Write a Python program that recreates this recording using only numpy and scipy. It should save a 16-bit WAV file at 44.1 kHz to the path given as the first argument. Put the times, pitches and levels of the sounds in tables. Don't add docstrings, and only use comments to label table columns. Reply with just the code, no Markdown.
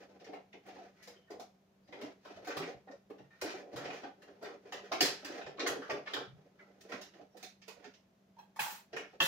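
import sys
import numpy as np
from scipy import signal
from scipy.fft import rfft, irfft
from scipy.io import wavfile
from scipy.ndimage import uniform_filter1d

SR = 44100
rng = np.random.default_rng(int(sys.argv[2]) if len(sys.argv) > 2 else 0)


def inscribe(sig):
    pcm = np.round(np.clip(np.atleast_2d(sig).T, -1, 1) * 32767)
    wavfile.write(sys.argv[1], SR, pcm.astype(np.int16))


def voltage_ratio(level):
    return 10 ** (np.asarray(level, float) / 20)


N = 408807
T = np.arange(N) / SR
BINS = np.maximum(np.fft.rfftfreq(4096, 1 / SR), 1)


def on_log(table, hz):
    f, v = np.transpose(table)
    return np.interp(np.log(hz), np.log(f), v)


def unit(gain):
    return gain(BINS) / np.sqrt(np.mean(gain(BINS) ** 2))


def response(gain):
    cepstrum = irfft(np.log(gain + 1e-5))
    cepstrum[1:2048] = 2 * cepstrum[1:2048]
    cepstrum[2049:] = 0
    return irfft(np.exp(rfft(cepstrum)))


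def colour(x, gain):
    return signal.oaconvolve(x, response(unit(gain)))[:N]


def slopes(table, fall_db=24):
    lo, hi = table[0][0], table[-1][0]

    def gain(f):
        octaves_outside = np.abs(np.log2(f / np.clip(f, lo, hi)))
        return voltage_ratio(on_log(table, f) - fall_db * octaves_outside)
    return gain


def ring(hz, t60, size=8192):
    t = np.arange(size) / SR
    z = np.sin(2 * np.pi * hz * t) * 1000. ** (-t / t60)
    return z / np.sqrt(np.sum(z ** 2))


def rattle(ms, chance):
    fade = np.exp(-np.arange(len(chance)) * 1000 / SR / max(ms, .5))
    z = np.r_[3., chance[1:]] ** 3 * fade
    return z / np.sqrt(np.sum(z ** 2))


def add(track, s, x):
    i = int((s - .001) * SR)
    track[i:i + len(x)] += x[:N - i]


# f/Hz, left-right correlation [-]
LIKENESS = [(30, 0.8), (100, 0.88), (200, 0.97), (500, 0.6), (1000, 0.06), (4000, 0.12), (12000, 0.1)]


def pair(size):
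    c = np.clip(on_log(LIKENESS, np.maximum(np.fft.rfftfreq(size, 1 / SR), 1)), 0, 1)
    mid, side = rfft(rng.standard_normal((2, size)))
    return irfft(mid * np.sqrt((1 + c) / 2) + side * np.sqrt((1 - c) / 2) * np.array([[1], [-1]]), size)


# f/Hz, level/dB
COMPRESSOR_LINES = [(193.8, -70.5), (387.6, -79.5), (608.3, -100.5), (651.4, -81.5)]
# f/Hz, density/dB per Hz
HISS = [(15, -65), (25, -32), (43, -22.5), (141, -17), (195, -10), (249, -17), (659, -15.5), (936, -23),
        (4610, -34.5), (6380, -35.5), (8360, -46.5), (14800, -43), (16000, -55.5)]


def fridge(waver_db=1.5, hiss_db=-67):
    slow = rng.standard_normal((len(COMPRESSOR_LINES), N))
    slow = uniform_filter1d(uniform_filter1d(slow, 3000), 3000)
    slow = slow / slow.std()
    hum = np.zeros(N)
    for (hz, db), w in zip(COMPRESSOR_LINES, slow):
        hum += np.sqrt(2) * voltage_ratio(db + waver_db * w) * np.sin(2 * np.pi * hz * T + .5 * w)
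    f = np.maximum(np.fft.rfftfreq(N, 1 / SR), 1)
    hiss = irfft(rfft(pair(size=N)) * voltage_ratio(on_log(HISS, f)), N)
    return hum + voltage_ratio(hiss_db) * hiss / hiss.std()


# f/Hz, width/Hz, level/dB
DRAWER = [(280, 43, -1), (412.3, 61, 3), (490, 130, -2.5), (593, 52, -2.5), (734, 75, 0.5)]


def wood(f):
    power = sum(voltage_ratio(2 * db) / (1 + (2 * (f - hz) / w) ** 2) for hz, w, db in DRAWER)
    return np.sqrt(power) * slopes([(240, 0), (850, 0)], 14)(f)


# f/Hz, level/dB
SHUFFLE_STEEL = [(1000, -2), (1700, 3), (2700, -2), (3600, -6.5), (5000, -6.5), (6500, -9), (8000, -33.5)]
# f/Hz, level/dB
SPARKLE = [(7000, 0.5), (8000, -5.5), (9000, -5.5), (11000, -3.5), (13000, -9), (14600, 1), (15800, -8)]
# start t/s, hold/s, wood level/dB, steel level/dB
STIRS = [(-.03, 0.019, -47.5, -53.5), (0.088, 0.24, -58, -69), (0.651, 0.22, -58.5, -64),
         (0.967, 0.18, -67, -66.5), (2.27, 0.29, -66, -60.5), (2.482, 0.21, -45, -54),
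         (3.468, 0.043, -47.5, -43.5), (3.535, 0.14, -54, -87), (3.775, 0.14, -45, -52.5),
         (3.886, 0.086, -53, -51.5), (4.224, 0.089, -55, -68), (4.447, 0.039, -44.5, -56.5),
         (4.767, .12, -59, -61.5), (5.04, 0.032, -40.5, -44), (5.23, 0.096, -90, -54.5),
         (5.321, 0.064, -46, -51.5), (5.64, 0.046, -34.5, -69), (5.83, 0.053, -69, -58),
         (5.931, 0.012, -42, -66), (6.162, 0.019, -43.5, -82.5), (6.353, 0.72, -63, -74.5),
         (6.914, 0.02, -47, -54.5), (7.414, 0.014, -61, -59.5), (7.78, 0.047, -58.5, -67.5),
         (7.133, 0.085, -63, -68), (4.659, 0.12, -57.5, -63.5), (9.118, 0.018, -78, -65.5),
         (1.95, 0.078, -51.5, -67), (2.02, 0.054, -53.5, -59), (2.883, 0.021, -66, -74),
         (0.323, 0.019, -68, -78.5), (6.11, 0.036, -68, -55), (8.967, 0.028, -52.5, -64)]


def shuffle(per_s=450, send_db=-28, sparkle_db=-22, rise_db_per_s=247.5, fall_db_per_s=174.5):
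    ticks = (rng.random(N) < per_s / SR) * voltage_ratio(4 * np.minimum(rng.exponential(size=N), 3))
    ticks = ticks * rng.choice([-1, 1], N)
    ticks = voltage_ratio(send_db) * ticks / ticks.std()
    t = T[::64]
    shape = []
    for s, hold, *_ in STIRS:
        rise_db = np.minimum(rise_db_per_s * (t - s), 0)
        fall_db = np.maximum(fall_db_per_s * (t - s - hold), 0)
        shape.append(voltage_ratio(rise_db - fall_db))
    power = np.array(shape) ** 2
    wood_db, steel_db = np.transpose(STIRS)[2:]
    woody = ticks * np.interp(T, t, np.sqrt(voltage_ratio(2 * wood_db) @ power))
    steely = ticks * np.interp(T, t, np.sqrt(voltage_ratio(2 * steel_db) @ power))
    sparkle = voltage_ratio(sparkle_db) * colour(steely, slopes(SPARKLE, 36))
    return colour(woody, wood) + colour(steely, slopes(SHUFFLE_STEEL)) + sparkle


# f/Hz, level/dB
STEEL = [(1400, -3.5), (1800, 5), (2700, 2.5), (3300, 0.5)]
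# f/Hz, level/dB
EDGE = [(3500, -1), (4200, -0.5), (5000, 2), (6500, -3), (7600, -15.5)]
# t/s, level/dB, strongest ring f/Hz, sparkle level/dB, body level/dB
SHARP = [(0.2448, -51, 2150, -14, -21), (1.028, -50, 5700, -2.5, -25), (1.039, -57, 2000, -11, -18),
         (1.075, -45.5, 4960, -4.5, -12), (1.3059, -49, 2050, -7.5, 4), (1.3989, -46.5, 6040, -4.5, 5),
         (1.877, -57.5, 1860, -24, -5), (2.4728, -41.5, 2440, -4.5, 11), (2.5697, -34.5, 1930, -3, 7),
         (2.9122, -56, 5900, -24, 6), (3.415, -32, 1660, -4, -1.5), (3.73, -54, 1650, -10, -7),
         (3.7618, -40.5, 3430, -5.5, 5.5), (4.4273, -47.5, 1630, -6, 7.5), (5.008, -17, 4440, -5, -11.5),
         (5.2478, -34.5, 1620, -7.5, -6), (6.8094, -51.5, 5600, -2, -19.5), (7.0143, -41.5, 5300, -7.5, -2),
         (7.3698, -52, 4694, -0.5, -7.5), (7.429, -40, 4300, -4, -26), (7.6186, -51.5, 2670, -32, -5),
         (7.6809, -43, 2470, -3.5, 1), (7.9389, -53, 4570, -39, -14), (8.562, -50.5, 1610, 1.5, 10),
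         (5.6725, -31, 6170, 2, 3), (5.018, -37.5, 3870, 9, -4), (5.0345, -38, 3000, 7, -0.5),
         (5.052, -26.5, 5460, -2, -3), (5.08, -36.5, 5660, -37, -1), (9.2195, -42.5, 1860, 16.5, 11),
         (9.238, -34, 4000, 7, -7), (9.254, -34, 3250, 4, -4)]
# t/s,
# level/dB, strongest ring f/Hz, sparkle level/dB, body level/dB
FLAT = [(0.1999, -50.5, 3700, -36, -20), (0.6636, -53, 2300, -6, 5.5), (0.6863, -46, 2580, -22, -25),
        (2.0139, -38.5, 2000, -14.5, -3), (2.252, -47.5, 1860, -15, 8.5), (2.4486, -43, 1700, -12, 0),
        (2.5054, -36, 1490, -38, 2.5), (3.1023, -54, 2350, -9, 8), (3.1837, -52.5, 1460, -29, -19),
        (3.8531, -36, 1690, -45, 2.5), (4.2213, -47.5, 1700, -12.5, -1.5), (4.7235, -31, 2820, -16.5, 1),
        (4.9195, -24.5, 2430, -24, -0.5), (4.9262, -30.5, 2120, -13.5, 3), (5.464, -40, 1890, -35, -3.5),
        (5.596, -27, 4000, -51, -8), (5.6015, -31.5, 1870, -47, -16), (5.6646, -22.5, 1980, -55, -3),
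        (5.899, -30.5, 1500, -32, 11), (5.9054, -38.5, 1800, -12, -7), (6.1364, -26, 3570, -16.5, -8.5),
        (6.165, -43.5, 1510, -27, 14.5), (6.9197, -33.5, 1980, -20, 1.5), (7.1383, -52.5, 1820, -32, -6.5),
        (7.8434, -42, 1530, -29, -6), (8.5949, -27.5, 1590, -10, -5), (8.931, -39, 1630, -30, -3),
        (9.2037, -18, 2830, -28, 3)]
# t/s, level/dB, strongest ring f/Hz, sparkle level/dB, body level/dB
DULL = [(0.2645, -48, 2390, -27, 1), (0.3336, -44, 2370, -20, -1.5), (0.5298, -45, 2470, -49, -52),
        (1.926, -41, 1940, -25, 1), (2.6243, -34, 1980, -39, -18), (2.8736, -67, 1930, -64, 14),
        (3.8107, -45, 1650, -35, 7.5), (3.902, -38.5, 2530, -34, 2), (3.9435, -54, 1550, -36, -16),
        (4.035, -40, 1650, -41, -1), (4.2819, -53, 1670, -25, 0), (4.4464, -37.5, 1740, -25, -24),
        (4.4878, -71.5, 1520, -33, 31), (5.4143, -38.5, 1560, -37, -5), (5.574, -47, 3520, -40, 3),
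        (5.5836, -51, 2100, -42, 17), (5.8216, -45, 1870, -28, 10.5), (6.062, -40, 3220, -47.5, 4),
        (6.0755, -35.5, 1790, -54, 3.5), (6.5908, -61, 2190, -45.5, 4), (6.8911, -64, 1780, 4, -9),
        (8.966, -28.5, 2320, -19.5, -5.5)]


def clinks(sharpness=5):
    out = np.zeros(N)
    body = slopes([(850, -1.1), (1400, 0.1)])
    gains = (slopes(STEEL, 30), slopes(EDGE, 60), slopes(SPARKLE, 40), body)
    colours = np.array([unit(g) for g in gains])
    # contacts, edge dB, ring dB, chatter ms
    kinds = [(SHARP, 2.9, -1.5, 3.9), (FLAT, -5, -2.5, 3.3), (DULL, -9.5, -0.5, 3.9)]
    for contacts, edge_db, ring_db, rattle_ms in kinds:
        chances = rng.standard_normal((len(contacts), 4096))
        for (s, db, hz, *rest_db), chance in zip(contacts, chances):
            peak = unit(lambda f: 1 / (1 + (sharpness * (f / hz - hz / f)) ** 2))
            power = voltage_ratio(2 * np.r_[0, edge_db, rest_db]) @ colours ** 2 + voltage_ratio(2 * ring_db) * peak ** 2
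            blow = signal.oaconvolve(rattle(rattle_ms, chance), response(np.sqrt(power)))
            add(out, s, voltage_ratio(db - 13.0) * blow)
    return out


# t/s, peak level/dB, f/Hz, t60/s
PINGS = [(3.893, -41, 737, .08), (4.036, -48, 785, 0.079), (5.008, -19.5, 4900, 0.028),
         (5.009, -20, 2885, 0.046), (5.008, -22, 5210, .03), (5.008, -29, 3960, .04),
         (4.9195, -36, 620, 0.037), (5.601, -40, 1940, .06), (5.665, -28, 2085, 0.064),
         (5.674, -29, 6260, 0.036), (5.905, -29, 1907, 0.042), (6.0735, -33, 1780, .06),
         (6.077, -33, 2210, 0.041), (6.1365, -33, 3280, .05), (6.593, -53, 1670, 0.081),
         (6.595, -57, 2270, .1), (8.368, -52.5, 920, .2), (8.388, -46.5, 930, 0.081),
         (8.39, -62, 5744, 0.13), (8.66, -40, 880, 0.093), (8.563, -48, 910, 0.16),
         (8.591, -30, 866, 0.077), (8.592, -32, 1636, 0.1), (8.593, -29.5, 2510, 0.084),
         (8.595, -38, 3250, .06), (8.935, -44, 440, 0.088), (8.968, -48, 436, 0.065),
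         (9.204, -27, 1110, 0.098), (9.204, -22, 3250, .05), (9.204, -20, 2754, 0.071)]
# t/s, peak level/dB, f/Hz
PANEL_NOTES = [(0.271, -44.5, 432), (0.339, -42.5, 284), (0.689, -44, 753), (0.786, -43.5, 757),
               (0.811, -42, 690), (0.861, -50.5, 731), (1.16, -51, 384), (1.189, -55, 490),
               (1.305, -38, 416), (2.015, -38.5, 424), (2.6, -34, 405), (2.626, -36.5, 278),
               (2.878, -49, 760), (2.895, -45, 280), (2.93, -40.5, 557), (3.104, -46, 424),
               (3.423, -33, 384), (3.437, -36, 422), (3.54, -40.5, 748), (3.889, -43, 288),
               (4.045, -47, 415), (4.285, -46.5, 402), (4.429, -40, 411), (4.655, -43.5, 407),
               (4.835, -43, 410), (5.03, -33.5, 296), (5.475, -41, 398), (5.631, -39, 406),
               (5.765, -36, 429), (5.79, -36.5, 275), (5.92, -37.5, 403), (6.166, -39, 421),
               (6.85, -48.5, 445), (6.936, -41.5, 248), (7.0, -45.5, 612), (7.21, -51.5, 295),
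               (7.432, -51, 747), (7.465, -47, 735), (7.68, -46.5, 437), (7.85, -54, 429),
               (7.875, -48, 266), (9.206, -36, 678)]


def pings(rings, attack_ms, lag=5):
    out, t = np.zeros(N), np.arange(8192) / SR
    attack = 1 - np.exp(-t * 1000 / attack_ms)
    for s, db, hz, t60 in rings:
        add(out, s, voltage_ratio(db) * attack * np.sin(2 * np.pi * hz * t) * 1000. ** (-t / t60))
    return np.array([np.roll(out, lag), out])


# t/s, level/dB, strongest ring f/Hz
BOTTOM = [(1.306, -37, 416), (1.345, -37.5, 334), (1.889, -42, 318), (1.932, -38.5, 455),
          (2.031, -29.5, 280), (2.421, -41.5, 327), (2.599, -32.5, 423), (3.426, -29, 395),
          (3.543, -38, 410), (3.589, -44, 423), (3.737, -33, 386), (4.431, -33, 406), (4.652, -44.5, 422),
          (4.832, -46, 435), (4.919, -28.5, 376), (5.011, -21, 397), (5.101, -37, 393), (5.235, -36, 300),
          (5.295, -33, 393), (5.472, -32.5, 417), (5.629, -34, 428), (6.906, -45, 395), (7.147, -47, 344),
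          (7.2, -41, 291), (7.852, -42, 435)]
# t/s, level/dB, strongest ring f/Hz
SIDES = [(0.29, -36, 448), (1.08, -41.5, 480), (2.256, -41, 517), (2.474, -32, 426), (2.719, -46, 490),
         (2.908, -39, 546), (3.104, -36.5, 468), (3.196, -40, 476), (3.806, -57, 477), (5.595, -30.5, 493),
         (5.761, -31, 453), (6.073, -48, 540), (6.134, -32, 463), (7.351, -45.5, 507), (7.683, -48.5, 458),
         (8.935, -31.5, 447), (8.969, -38, 483), (9.137, -45.5, 460), (5.034, -40, 508), (9.21, -34, 549),
         (3.44, -31.5, 338), (6.93, -39, 280)]
# t/s, level/dB, strongest ring f/Hz
DIVIDERS = [(0.334, -34, 754), (0.539, -40, 708), (0.658, -46.5, 760), (0.688, -42, 690), (0.765, -42, 794),
            (1.399, -37.5, 700), (2.302, -39, 703), (2.377, -43, 614), (2.564, -34, 734), (2.878, -44, 767),
            (3.849, -49, 690), (3.888, -36.5, 752), (4.037, -33.5, 724), (4.73, -38.5, 570),
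            (5.4, -36, 726), (5.897, -29, 634), (7.431, -47, 754), (9.204, -36.5, 617), (4.924, -27, 662),
            (5.018, -31, 660)]


def knocks(ring_db=-2, thud_db=-23, t60=0.067, contact_ms=7, lead_s=0.00401):
    panels, rings = np.zeros((2, N))
    hits = BOTTOM + SIDES + DIVIDERS
    for (s, db, hz), chance in zip(hits, rng.standard_normal((len(hits), 2048))):
        blow = rattle(contact_ms, chance) * voltage_ratio(db - 12)
        add(panels, s - lead_s, blow)
        add(rings, s - lead_s, voltage_ratio(ring_db) * signal.oaconvolve(blow, ring(hz, t60)))
    cupboard = colour(panels, slopes([(60, -36.5), (145, -8.0), (200, -16.5)], 70))
    return colour(panels, wood) + voltage_ratio(thud_db) * cupboard + rings


# t/s, length/s, from f/Hz, to f/Hz, level/dB
SQUEAKS = [
    (0.956, .08, 2050, 1900, -77),
    (1.144, 0.031, 3080, 3060, -76),
    (1.2, 0.072, 3060, 3050, -84),
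    (1.265, 0.032, 1750, 1900, -78),
    (1.269, .03, 1450, 1500, -81),
    (1.815, 0.073, 4750, 4900, -87),
    (7.295, 0.055, 5600, 5500, -84),
    (6.59, .04, 2100, 2000, -74),
    (6.587, 0.043, 1530, 1250, -73),
]


def squeaks(wobble=.025, rough_db=5):
    out = np.zeros(N)
    chances = rng.standard_normal((len(SQUEAKS), 2, 8192))
    for (s, length, from_hz, to_hz, db), chance in zip(SQUEAKS, chances):
        n = int(length * SR)
        slow = 12 * uniform_filter1d(chance, 150)[:, :n]
        hz = np.linspace(from_hz, to_hz, n) * (1 + wobble * slow[0])
        phase = 2 * np.pi * np.cumsum(hz) / SR
        add(out, s, voltage_ratio(db - 16.5 + rough_db * slow[1]) * np.sqrt(np.hanning(n)) * np.sin(phase))
    return out


# t/s, level/dB, f/Hz
THUDS = [(2.567, -46.5, 169.5), (3.199, -60.5, 141), (3.748, -49, 143.5), (3.848, -56, 150),
         (5.022, -49, 149.6), (5.921, -55, 143), (6.271, -54.5, 141), (6.326, -51, 155.6),
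         (9.209, -49, 164), (2.35, -65.5, 110), (2.741, -61, 127.5), (5.449, -55.5, 151), (5.69, -54, 148),
         (6.16, -58, 135), (6.931, -53, 194), (8.6, -51.5, 183)]


def thuds(t60=0.27):
    out = np.zeros(N)
    push = np.hanning(300) / 100
    for s, db, hz in THUDS:
        add(out, s, voltage_ratio(db + 8.0) * signal.oaconvolve(ring(hz, t60), push))
    return out


# f/Hz, level/dB
LADLE = [(1450, -12), (1850, -6), (2300, -18), (3750, -22)]
# t/s, level/dB
LADLE_TAPS = [
    (2.882, -56),
    (2.917, -57.5),
    (3.186, -61),
    (3.241, -66),
    (3.308, -56),
    (3.334, -57),
]


def ladle(t60=0.03):
    out = np.zeros(N)
    tone = sum(voltage_ratio(db) * ring(hz, t60) for hz, db in LADLE)
    for s, db in LADLE_TAPS:
        add(out, s, voltage_ratio(db) * tone)
    return out


# f/Hz, level/dB, t60/s
DISH = [(852, 7.5, 0.077), (920, 6, 0.066), (1620, -0.5, 0.055), (2580, -2, 0.026), (3250, -3.5, 0.05),
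        (4090, -1, 0.048)]
# f/Hz, level/dB, t60/s
WIRES = [(7600, -10.5, 0.019), (10700, -28, 0.058), (11500, -5.5, 0.076), (12500, -5, .05),
         (14400, 4, 0.046), (15100, -6, .05)]
# t/s, level/dB, chatter/ms, chatter level/dB
DISH_HITS = [
    (8.387, -49.5, 25, -8),
    (8.5936, -33.5, 38, 10.5),
    (8.658, -41, 24, 5),
    (8.697, -47.5, 26, 15),
    (8.746, -58, 17, 14.5),
    (8.794, -65, 7.7, 7),
]


def dish(dulling=0.17, loudest_db=-32, lowest_hz=830):
    out, wires = np.zeros((2, N))
    chances = rng.standard_normal((len(DISH_HITS), 16384))
    for (s, db, ms, chatter_db), chance in zip(DISH_HITS, chances):
        dull_db = dulling * (db - loudest_db)
        tone = sum(voltage_ratio(g + dull_db * np.log2(hz / lowest_hz)) * ring(hz, t60) for hz, g, t60 in DISH)
        add(out, s, voltage_ratio(db - 11.5) * tone)
        add(wires, s, voltage_ratio(db + chatter_db - 10.5) * rattle(ms, chance))
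    out = signal.sosfilt(signal.butter(2, 650, "high", fs=SR, output="sos"), out)
    wire_ring = sum(voltage_ratio(g) * ring(hz, t60) for hz, g, t60 in WIRES)
    out = out + voltage_ratio(-11) * signal.oaconvolve(wires, wire_ring)[:N]
    chatter = slopes([(900, 1.0), (3000, -8.5), (8000, -10.5), (13000, -17), (15500, -2.5)], 28.4)
    return out + colour(wires, chatter)


# f/Hz, level/dB, t60/s
POT = [(549, -7, 0.42), (1110, -8, 0.24), (1134, -19, 0.071), (1190, -24, 0.072), (1680, 1, 0.035),
       (1930, -6, .06), (2680, 0, 0.24), (3180, 0, 0.091), (3430, -1.5, 0.022), (3983, -2.5, 0.1),
       (5460, -27, 0.11), (12200, -10.5, .2), (14390, -10, .2), (14650, -14.5, .2)]


def pot(s=9.204, level_db=-33.5):
    out = np.zeros(N)
    add(out, s, voltage_ratio(level_db - 1.0) * sum(voltage_ratio(db) * ring(hz, t60) for hz, db, t60 in POT))
    return out


# f/Hz, t60/s
ROOM = [(125, 0.17), (400, 0.44), (1000, 0.35), (3000, 0.42), (8000, 0.31), (15000, 0.2)]


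def kitchen(x, scale, direct_db, build_ms):
    t = np.arange(16384) / SR
    spec = rfft(pair(size=len(t)))
    f = np.maximum(np.fft.rfftfreq(len(t), 1 / SR), 1)
    tail = 0
    for hz in 62.5 * 2. ** np.arange(9):
        share = np.clip(1 - np.abs(np.log2(f / hz)), 0, 1)
        tail = tail + irfft(spec * share, len(t)) * 1000. ** (-t / (scale * on_log(ROOM, hz)))
    tail = tail * (1 - np.exp(-t * 1000 / build_ms))
    tail[[0, 1], [4, 0]] = voltage_ratio(direct_db)
    return signal.oaconvolve(x[None], tail, axes=1)[:, :N]


def places(x, count, hold_ms=70, **room):
    hold = int(hold_ms * SR / 1000)
    where = np.repeat(rng.integers(0, count, N // 1000), hold)[:N]
    return sum(kitchen(x * uniform_filter1d(1. * (where == i), 200), **room) for i in range(count))


# t/s, left minus right level/dB
SIDEWAYS = [
    (0, 0.3),
    (6, -1.2),
    (6.7, -2),
    (7.7, -6.5),
    (8.6, -1.7),
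    (9.27, -0.7),
]


def scene():
    struck = clinks() + knocks() + squeaks() + thuds() + ladle() + dish() + pot()
    hands = places(struck, count=4, scale=0.87, direct_db=15.0, build_ms=0.75)
    hands = hands + places(shuffle(), count=2, scale=0.41, direct_db=17.0, build_ms=0.95)
    panel_t60_s = 0.08
    panel_rings = [(*note, panel_t60_s) for note in PANEL_NOTES]
    hands = hands + pings(PINGS, attack_ms=1.5) + voltage_ratio(5.5) * pings(panel_rings, attack_ms=8.9)
    pan_db = np.interp(T, *np.transpose(SIDEWAYS))
    return hands * voltage_ratio(np.array([pan_db, -pan_db]) / 2) + fridge()


def quieten(band, knee_db, depth_db, slope=0.96):
    loud_db = 10 * np.log10(uniform_filter1d(np.mean(band ** 2, 0), 700) + 1e-12)
    return band * voltage_ratio(np.clip(slope * (loud_db - knee_db), -depth_db, 0))


def top_cut(x):
    return signal.sosfilt(signal.butter(12, 16780, fs=SR, output="sos"), x)


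def record(dry):
    dry = signal.sosfilt(signal.butter(2, 60, "high", fs=SR, output="sos"), dry)
    dry = signal.sosfilt(signal.ellip(8, .2, 60, 15700, fs=SR, output="sos"), dry)
    bass, low, mid = (signal.sosfiltfilt(signal.butter(2, hz, fs=SR, output="sos"), dry)
                      for hz in (240, 900, 7000))
    mix = bass + quieten(low - bass, -59.0, 6.5)
    mix = mix + quieten(mid - low, -59.5, 14, 0.37)
    mix = mix + quieten(dry - mid, -74.5, 13, 0.42)
    return top_cut(mix)


dry = scene()
out = record(dry)
inscribe(out)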